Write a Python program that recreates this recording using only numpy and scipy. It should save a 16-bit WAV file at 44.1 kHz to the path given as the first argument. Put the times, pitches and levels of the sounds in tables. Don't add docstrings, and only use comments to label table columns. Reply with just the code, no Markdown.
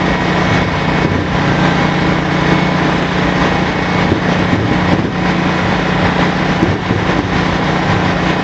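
import sys
import numpy as np
from scipy import signal
from scipy.fft import irfft
from scipy.io import wavfile
from scipy.ndimage import uniform_filter1d, map_coordinates

SR = 44100
rng = np.random.default_rng(int(sys.argv[2]) if len(sys.argv) > 2 else 0)


def bounce(signal):
    frames = np.transpose(np.atleast_2d(signal))
    limited = np.clip(frames, -1, 1)
    pcm = np.round(limited * 32767).astype(np.int16)
    wavfile.write(sys.argv[1], SR, pcm)


def invert_db(level):
    return 10 ** (np.asarray(level, dtype=float) / 20)


N = 371763

# t/s, f/Hz
CYCLE_RATE = [(0.15, 15.012), (0.6, 15.022), (1.1, 15.0), (1.65, 14.905), (1.95, 14.958), (3.45, 15.0),
              (4.8, 14.99), (6.3, 14.953), (6.9, 14.975), (7.6, 14.952), (7.95, 14.915), (8.25, 14.936)]
# t/s, peak level/dB, f/Hz
KNOCKS = [(0.288, -14, 270), (0.375, -11, 272), (0.549, -18, 200), (1.049, -3, 305), (1.117, -9, 204),
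          (1.158, -11, 250), (1.191, -9.5, 273), (1.482, -14, 202), (1.992, -18, 295.7), (2.106, -17, 323),
          (2.314, -17.5, 310), (3.623, -11, 310), (4.119, -1, 297), (4.318, -10, 301), (4.532, -4, 235),
          (4.597, -9, 324), (4.625, -11, 300), (4.713, -3.5, 217), (4.934, -2.5, 270), (4.987, -7, 287),
          (5.043, -8.5, 235), (6.26, -11, 202), (6.63, 0, 295.8), (6.713, -9, 202), (6.739, -14, 202),
          (6.909, -3.5, 239), (7.19, -5, 289), (7.654, -23, 323)]


def rms_one(x):
    return x / np.sqrt(np.mean(x ** 2) + 1e-20)


def at_hz(points, hz):
    f, db = np.transpose(points)
    return np.interp(np.log(hz), np.log(f), db)


def drift(rate):
    r = np.exp(-80 * np.pi * rate / SR)
    slow = signal.lfilter([1], [1, -2 * r, r * r], rng.standard_normal(N // 40 + 2002))[2000:]
    return np.interp(np.arange(N) / 40, np.arange(len(slow)), rms_one(slow))


def band(x, low_hz, high_hz):
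    return signal.sosfilt(signal.butter(2, [low_hz, high_hz], "band", fs=SR, output="sos"), x)


def swells(rows, rest_db, fade_s, t):
    power = invert_db(2 * rest_db) + 0 * t
    for start, length, *_, db in rows:
        inside = np.minimum(t - start, start + length - t) / fade_s + .5
        power = power + invert_db(2 * db) * np.clip(inside, 0, 1) ** 2
    return 10 * np.log10(power)


def drive_train(turns, scatter_db, unsteady, memory):
    # multiple of the cycle rate, rms level/dB
    strong_orders = [(6, -34), (10, -23), (12, -21), (14, -38), (18, -33), (20, -35), (21, -33), (28, -34),
                     (30, -34), (32, -39), (39, -38), (44, -38), (45, -39), (46, -37), (47, -40), (51, -35),
                     (52, -39), (54, -31), (58, -39), (60, -37), (66, -36), (67, -36), (69, -38), (70, -40),
                     (74, -41), (81, -42), (90, -40), (102, -41), (118, -41), (124, -40)]
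    # f/Hz, rms level/dB of each
    weak_orders = [(30, -57), (100, -41.5), (300, -37.5), (500, -45.5), (1000, -47.5), (1300, -55),
                   (1600, -47.5), (1800, -48), (1980, -44.5), (2200, -59.5), (3400, -60)]
    # pump harmonic, rms level/dB
    steady_whine = [(9, -51), (10, -49)]
    whine_rest = [-41.5, -39, -37, -45.5]
    # start t/s, length t/s, rms level/dB
    whine_swells = [
        [(1.45, .33, -31), (5.6, .55, -39), (7.85, .35, -31.5)],
        [(0.0, 1.0, -31.5), (1.4, 1.15, -32), (3.2, 2.25, -33), (5.5, 1.0, -36.5), (7.6, .8, -40.5)],
        [(0.0, 1.3, -31.5), (1.72, 1.0, -28.5), (3.2, .9, -34), (4.4, 1.72, -36), (8.2, .3, -34.5)],
        [(0.2, .9, -38.5), (2.3, .4, -37.5), (3.2, 1.3, -43), (5.1, 1.0, -37), (7.95, .5, -37.5)],
    ]
    piston_order = 21
    count, size = int(turns[-1]) + 2, 4096
    orders = np.arange(1, 231)
    starts = np.interp(np.arange(count), turns, np.arange(N) / SR)

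    scatter = np.clip(rng.standard_normal(len(orders)), -2, 1.3)
    level_db = at_hz(weak_orders, orders * CYCLE_RATE[0][1]) + scatter_db * scatter
    strong_at = [round(order) - 1 for order, db in strong_orders]
    level_db[strong_at] = [db for order, db in strong_orders]
    for k, db in steady_whine:
        level_db[round(k) * piston_order - 1] = db
    level_db = np.tile(level_db, (count, 1))
    singing = [swells(rows, rest_db, 0.09, starts) for rows, rest_db in zip(whine_swells, whine_rest)]
    level_db[:, np.arange(5, 9) * piston_order - 1] = np.transpose(singing)

    chance = rng.standard_normal((count + 20, len(orders), 2)) @ [1, 1j]
    r = np.clip(memory, 0, .97)
    wander = signal.lfilter([np.sqrt((1 - r * r) / 2)], [1, -r], chance, axis=0)[20:]
    share = unsteady * np.minimum(orders / 40, 1) ** 0.44
    share[np.arange(5, 11) * piston_order - 1] *= .55
    share[strong_at] *= .55

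    phase = rng.random(len(orders)) * ~np.isin(orders, [10, 12])
    unsteadiness = (1 + share * wander) / np.sqrt(1 + share ** 2)
    lines = np.zeros((count, size // 2 + 1), complex)
    lines[:, orders] = invert_db(level_db) * np.exp(2j * np.pi * phase) * unsteadiness
    cycles = irfft(lines, axis=1) * size / np.sqrt(2)
    cycles = np.hstack([cycles, cycles[:, :1]])
    return map_coordinates(cycles, [turns, turns % 1 * size], order=1)


def other_drives(wobble_hz, sway_db):
    # f/Hz, rms level/dB
    hums = [(43, -47.5), (558, -35), (585, -44.5), (7716, -66)]
    t = np.arange(N) / SR
    out = 0
    for hz, db in hums:
        strength = invert_db(db + sway_db * drift(0.78)) * np.sqrt(2)
        cycles = hz * t + wobble_hz * np.cumsum(drift(1.74)) / SR
        out = out + strength * np.sin(2 * np.pi * cycles)
    return out


def roar(turns, patchy_db, throb_db, clatter_db):
    # f/Hz, density level/dB
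    turbulence = [(15, -47), (25, -23.5), (60, -14), (110, -17), (170, -9), (260, -4.5), (350, -11),
                  (620, -13.5), (1000, -13.5), (1400, -16), (1930, -13.5), (2400, -22), (3700, -22),
                  (5000, -33.5), (9000, -54)]
    white = rng.standard_normal((2, N))
    edges = 24 * 2 ** np.arange(0, 8.6, 1 / 3)
    firing = 6 * turns
    strength = rng.exponential(1, int(firing[-1]) + 1)[firing.astype(int)]
    throb = throb_db * np.cos(4 * np.pi * turns)
    pulse = clatter_db * strength * np.exp(-3.0 * (firing % 1))
    together = .5 * drift(6) + 1.0 * drift(18)
    out = 0
    for k, (low, high) in enumerate(zip(edges, edges[1:])):
        hz = np.sqrt(low * high)
        exhaust = np.exp(-np.log2(hz / 700) ** 2 / 2.0)
        flicker = patchy_db * (together + drift(13))
        level_db = at_hz(turbulence, hz) + flicker + pulse + exhaust * throb
        out = out + invert_db(level_db) * band(white[k % 2], low, high)
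    return invert_db(-18.5) * rms_one(out)


def exhaust_pops(turns):
    low_hz, high_hz = 200, 1090
    at = np.flatnonzero(np.diff(np.floor(2 * turns - .07)))
    kicks = np.zeros(N)
    kicks[at] = -invert_db(5 * np.clip(rng.standard_normal(len(at)), -2, 1.5))
    shape = band(np.eye(1, SR // 20)[0], low_hz, high_hz)
    return invert_db(-15.5) * band(kicks + 1e-18, low_hz, high_hz) / shape.max()


def housing():
    # f/Hz, bandwidth f/Hz, rms level/dB
    casting_modes = [(988.4, 58, -32), (539.7, 50, -35)]
    out = 0
    for hz, width, db in casting_modes:
        sway = invert_db(db + 2.0 * drift(2.2))
        out = out + sway * rms_one(band(rng.standard_normal(N), hz - width / 2, hz + width / 2))
    return out


def wind():
    # start t/s, length t/s, rms level/dB
    gusts = [
        (1.3, 0.21, -27),
        (3.38, 0.14, -27),
        (4.72, .12, -27),
        (7.3, .12, -25),
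    ]
    lumps = band(rng.standard_normal(N), 46, 72)
    return invert_db(swells(gusts, -31, .05, np.arange(N) / SR)) * rms_one(lumps)


def spinner():
    # start t/s, length t/s, f/Hz, rms level/dB
    spurts = [(0.0, 0.17, 325.3, -28.5), (1.5, .2, 324.8, -29), (1.96, .3, 318, -25.5),
              (2.365, 0.27, 320, -22), (2.804, .2, 315.7, -25), (4.053, .14, 325, -25),
              (4.32, .35, 319.2, -31), (5.2, 0.37, 323.2, -26.5), (6.586, .1, 324, -23),
              (7.149, 0.11, 319.8, -28), (8.246, 0.11, 325.4, -28)]
    t, rows = np.arange(N) / SR, np.array(spurts)
    hz = np.interp(t, rows[:, 0] + rows[:, 1] / 2, rows[:, 2])
    tone = np.sqrt(2) * np.sin(2 * np.pi * np.cumsum(hz) / SR)
    return invert_db(swells(spurts, -33.5, 0.035, t)) * tone


def surges():
    # t/s, rise level/dB
    bindings = [(0.39, 1.5), (0.55, 2), (1.37, 1.5), (1.49, 1.6), (1.66, 3.0), (1.81, 1.5), (2.34, 1.5),
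                (2.52, 2), (3.45, 3), (4.0, 2.5), (4.31, 3), (4.92, 2.3), (5.29, 1.5), (5.46, 2.0),
                (6.06, 3), (6.22, 3.5), (7.1, 3), (7.37, 3.3), (7.92, 3.5), (8.3, 2.5)]
    t = np.arange(N) / SR
    return invert_db(sum(db * np.exp(-.5 * ((t - s) / 0.02) ** 2) for s, db in bindings))


def gain_control():
    # t/s, depth level/dB
    ducks = [(0.14, 3), (0.62, 3.5), (1.03, 5.5), (1.14, 4), (1.2, 3), (2.19, 4.5), (2.66, 0.5), (3.04, 3),
             (3.7, 1.5), (3.77, 1.5), (4.1, 6), (4.54, 5.5), (4.59, 2), (4.92, 6), (4.99, 4.5), (5.05, 7),
             (5.3, 2.5), (5.58, 2), (5.78, 1), (6.09, 0.7), (6.28, 2.5), (6.47, -0.4), (6.61, 3),
             (6.72, 6.0), (6.77, 1.5), (6.9, 3.5), (7.18, 7), (7.39, 1.4), (7.76, 0.5), (8.16, 1.5)]
    fall_s, recover_s = 0.042, 0.082
    t = np.arange(N) / SR
    gain_db = 0.52 * drift(8.0)
    for s, db in ducks:
        fall = np.clip((t - s) / fall_s, 0, 1)
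        recovery = np.exp(-np.maximum(t - s - fall_s, 0) / recover_s)
        gain_db = gain_db - db * fall * recovery
    return invert_db(gain_db - gain_db.mean())


def deck():
    # start t/s, length t/s, rms level/dB
    shudders = [
        (0.5, .33, -25),
        (1.05, 0.65, -27),
        (4.05, 1.13, -28),
        (4.5, .25, -23),
        (6.32, .12, -25.5),
        (6.55, 1.0, -27.5),
        (7.85, 0.27, -22),
    ]
    shudder = band(rng.standard_normal(N), 91, 117)
    return invert_db(swells(shudders, -37, 0.14, np.arange(N) / SR)) * rms_one(shudder)


def blows(events, modes, rise_s):
    out, t = np.zeros(N + SR), np.arange(SR // 3) / SR
    for s, db, hz in events:
        at = round((s - 0.95 * rise_s - .001) * SR)
        for share, mode_db, t60 in modes:
            shape = (1 - np.exp(-t / rise_s)) ** 2 * invert_db(-60 * t / t60)
            ring = shape / shape.max() * np.sin(2 * np.pi * share * hz * t)
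            out[at:at + len(t)] -= invert_db(db + mode_db) * ring
    return out[:N]


def pipe_knocks():
    # share of pitch, level/dB, decay time t60/s
    pipe_modes = [(.52, -2, .035), (.8, -5, .05), (1.04, -1, .04), (1.7, -9, .025), (2.6, -13, .015)]
    return band(blows(KNOCKS, pipe_modes, rise_s=.0006), 90, 6000)


def rattle(t60, level_db):
    kicks = np.zeros(N)
    kicks[[round(s * SR) for s, db, hz in KNOCKS]] = invert_db(np.array(KNOCKS)[:, 1] + level_db)
    fading = signal.lfilter([1], [1, -invert_db(-60 / (t60 * SR))], kicks + 1e-18)
    return fading * rms_one(band(rng.standard_normal(N), 190, 420))


def deck_booms():
    # t/s, peak level/dB, f/Hz
    booms = [(0.346, -15, 85.5), (0.506, -10, 108.2), (0.798, -13, 106.3), (1.093, -9, 102),
             (1.153, -13, 93), (1.47, -5, 121.5), (1.775, -13, 97), (3.952, -12.5, 109.4),
             (4.064, -9, 87.6), (4.111, -11, 91.2), (4.165, -11, 106), (4.28, -18, 94.6),
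             (4.479, -28, 103.3), (4.577, -7, 103.5), (4.633, -5, 104.4), (4.861, -14, 94),
             (4.977, -11, 95), (5.623, -8, 107.4), (5.78, -20, 98), (5.852, -29, 120.6), (5.95, -12, 117),
             (6.03, -9.5, 94.5), (6.559, -15, 103), (6.683, -0.5, 97.5), (6.729, -11, 95.6),
             (6.914, -26, 95.5), (6.957, -7, 106.9), (7.234, -11.5, 102.5), (7.846, -31, 102),
             (7.91, -16.5, 109.6)]
    # share of pitch, level/dB, decay time t60/s
    plate_modes = [(0.99, -7.5, 0.27)]
    return blows(booms, plate_modes, rise_s=.012)


def colour_and_split(mono, hole_share, top_share, top_db, split_db):
    # f/Hz, width f/Hz, level/dB
    casing = [(3680, 370, 0), (5130, 120, 5.5), (5530, 190, 5.5), (6140, 350, 4.5), (6560, 17, 10),
              (6850, 36, 4), (7020, 47, 4.5), (7070, 25, 8.5)]
    # t/s, length t/s
    splits = [(0.0, 0.07), (0.386, 0.148), (0.636, 0.084), (0.91, 0.09), (1.048, 0.086), (1.933, 0.226),
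              (3.099, 0.127), (3.283, 0.085), (3.651, 0.088), (3.741, 0.09), (4.341, 0.094), (4.663, 0.098),
              (5.095, 0.081), (5.187, 0.27), (5.917, 0.096), (6.428, 0.152), (7.037, 0.139), (7.278, 0.13),
              (7.638, 0.096), (8.022, 0.079)]
    cutoff_hz = 8070
    lead, size = 860, 4096
    hz, s, frames = signal.stft(np.pad(mono, (lead, 0)), SR, "cosine", size)
    hz, s = hz[:, None], s - lead / SR

    narrow = (hz[:, 0] // 86).astype(int)
    luck = uniform_filter1d(rng.standard_normal((narrow[-1] + 1, len(s))), size=3, axis=1)[narrow] * 1.7
    holes = (luck > 2.1 - hole_share * (hz / 6000) ** 2) & (hz > 3800) & (hz < 6500)
    colour_db = sum(db * np.exp(-((hz - peak_hz) / width) ** 2) for peak_hz, width, db in casing)
    rolloff_db = -np.clip((hz - 7200) / 150, 0, 4) - np.clip((hz - 7800) / 18, 0, 9)
    frames = frames * invert_db(colour_db) * np.where(holes, .03, 1) * invert_db(rolloff_db)

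    kept = uniform_filter1d(rng.standard_normal(len(s)), size=2) < top_share
    frames = frames * np.where(hz > cutoff_hz + 80, invert_db(top_db) * kept * (hz < 8650), 1)

    apart = sum((s > start + .03) & (s < start + length - .03) for start, length in splits) > 0
    wide = np.minimum(np.log2(1 + hz[:, 0] / 700) * 4, 10.6).astype(int)
    odds = np.where(np.arange(11) < 10, .33, .95)[:, None]
    chosen = (rng.random((11, len(s))) < odds)[wide]
    error_level = invert_db(split_db + 2 * np.minimum(hz / 5000, 1) ** 2) * np.abs(frames)
    error = error_level * np.exp(2j * np.pi * rng.random(frames.shape))
    side = error * apart * chosen * (hz > 90) * (hz < cutoff_hz)
    both = np.array([frames + side, frames - side])
    return signal.istft(both, SR, "cosine", size)[1][:, lead:lead + N]


def scene():
    t = np.arange(N) / SR
    turns = np.cumsum(np.interp(t, *np.transpose(CYCLE_RATE))) / SR + .21
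    machines = drive_train(turns, scatter_db=4.5, unsteady=0.79, memory=0.882)
    machines = machines + other_drives(wobble_hz=0.83, sway_db=0.5)
    machines = machines + roar(turns, patchy_db=.7, throb_db=2.8, clatter_db=.8)
    machines = machines + exhaust_pops(turns) + housing()
    steady = (machines * surges() + wind() + spinner()) * gain_control() * invert_db(-.5)
    pipe = pipe_knocks() + deck_booms() + rattle(t60=.5, level_db=-14.5)
    mono = steady + pipe + deck()
    return np.array([mono, mono])


def roll_off(x):
    return signal.sosfilt(signal.butter(12, 8520, fs=SR, output="sos"), x)


def record(dry):
    clipped = np.clip(dry[0], -1.05, 1.05)
    x = colour_and_split(clipped, hole_share=1.25, top_share=-.1, top_db=-1, split_db=-15.5)
    return roll_off(np.clip(x, -1, 1))


dry = scene()
out = record(dry)
bounce(out)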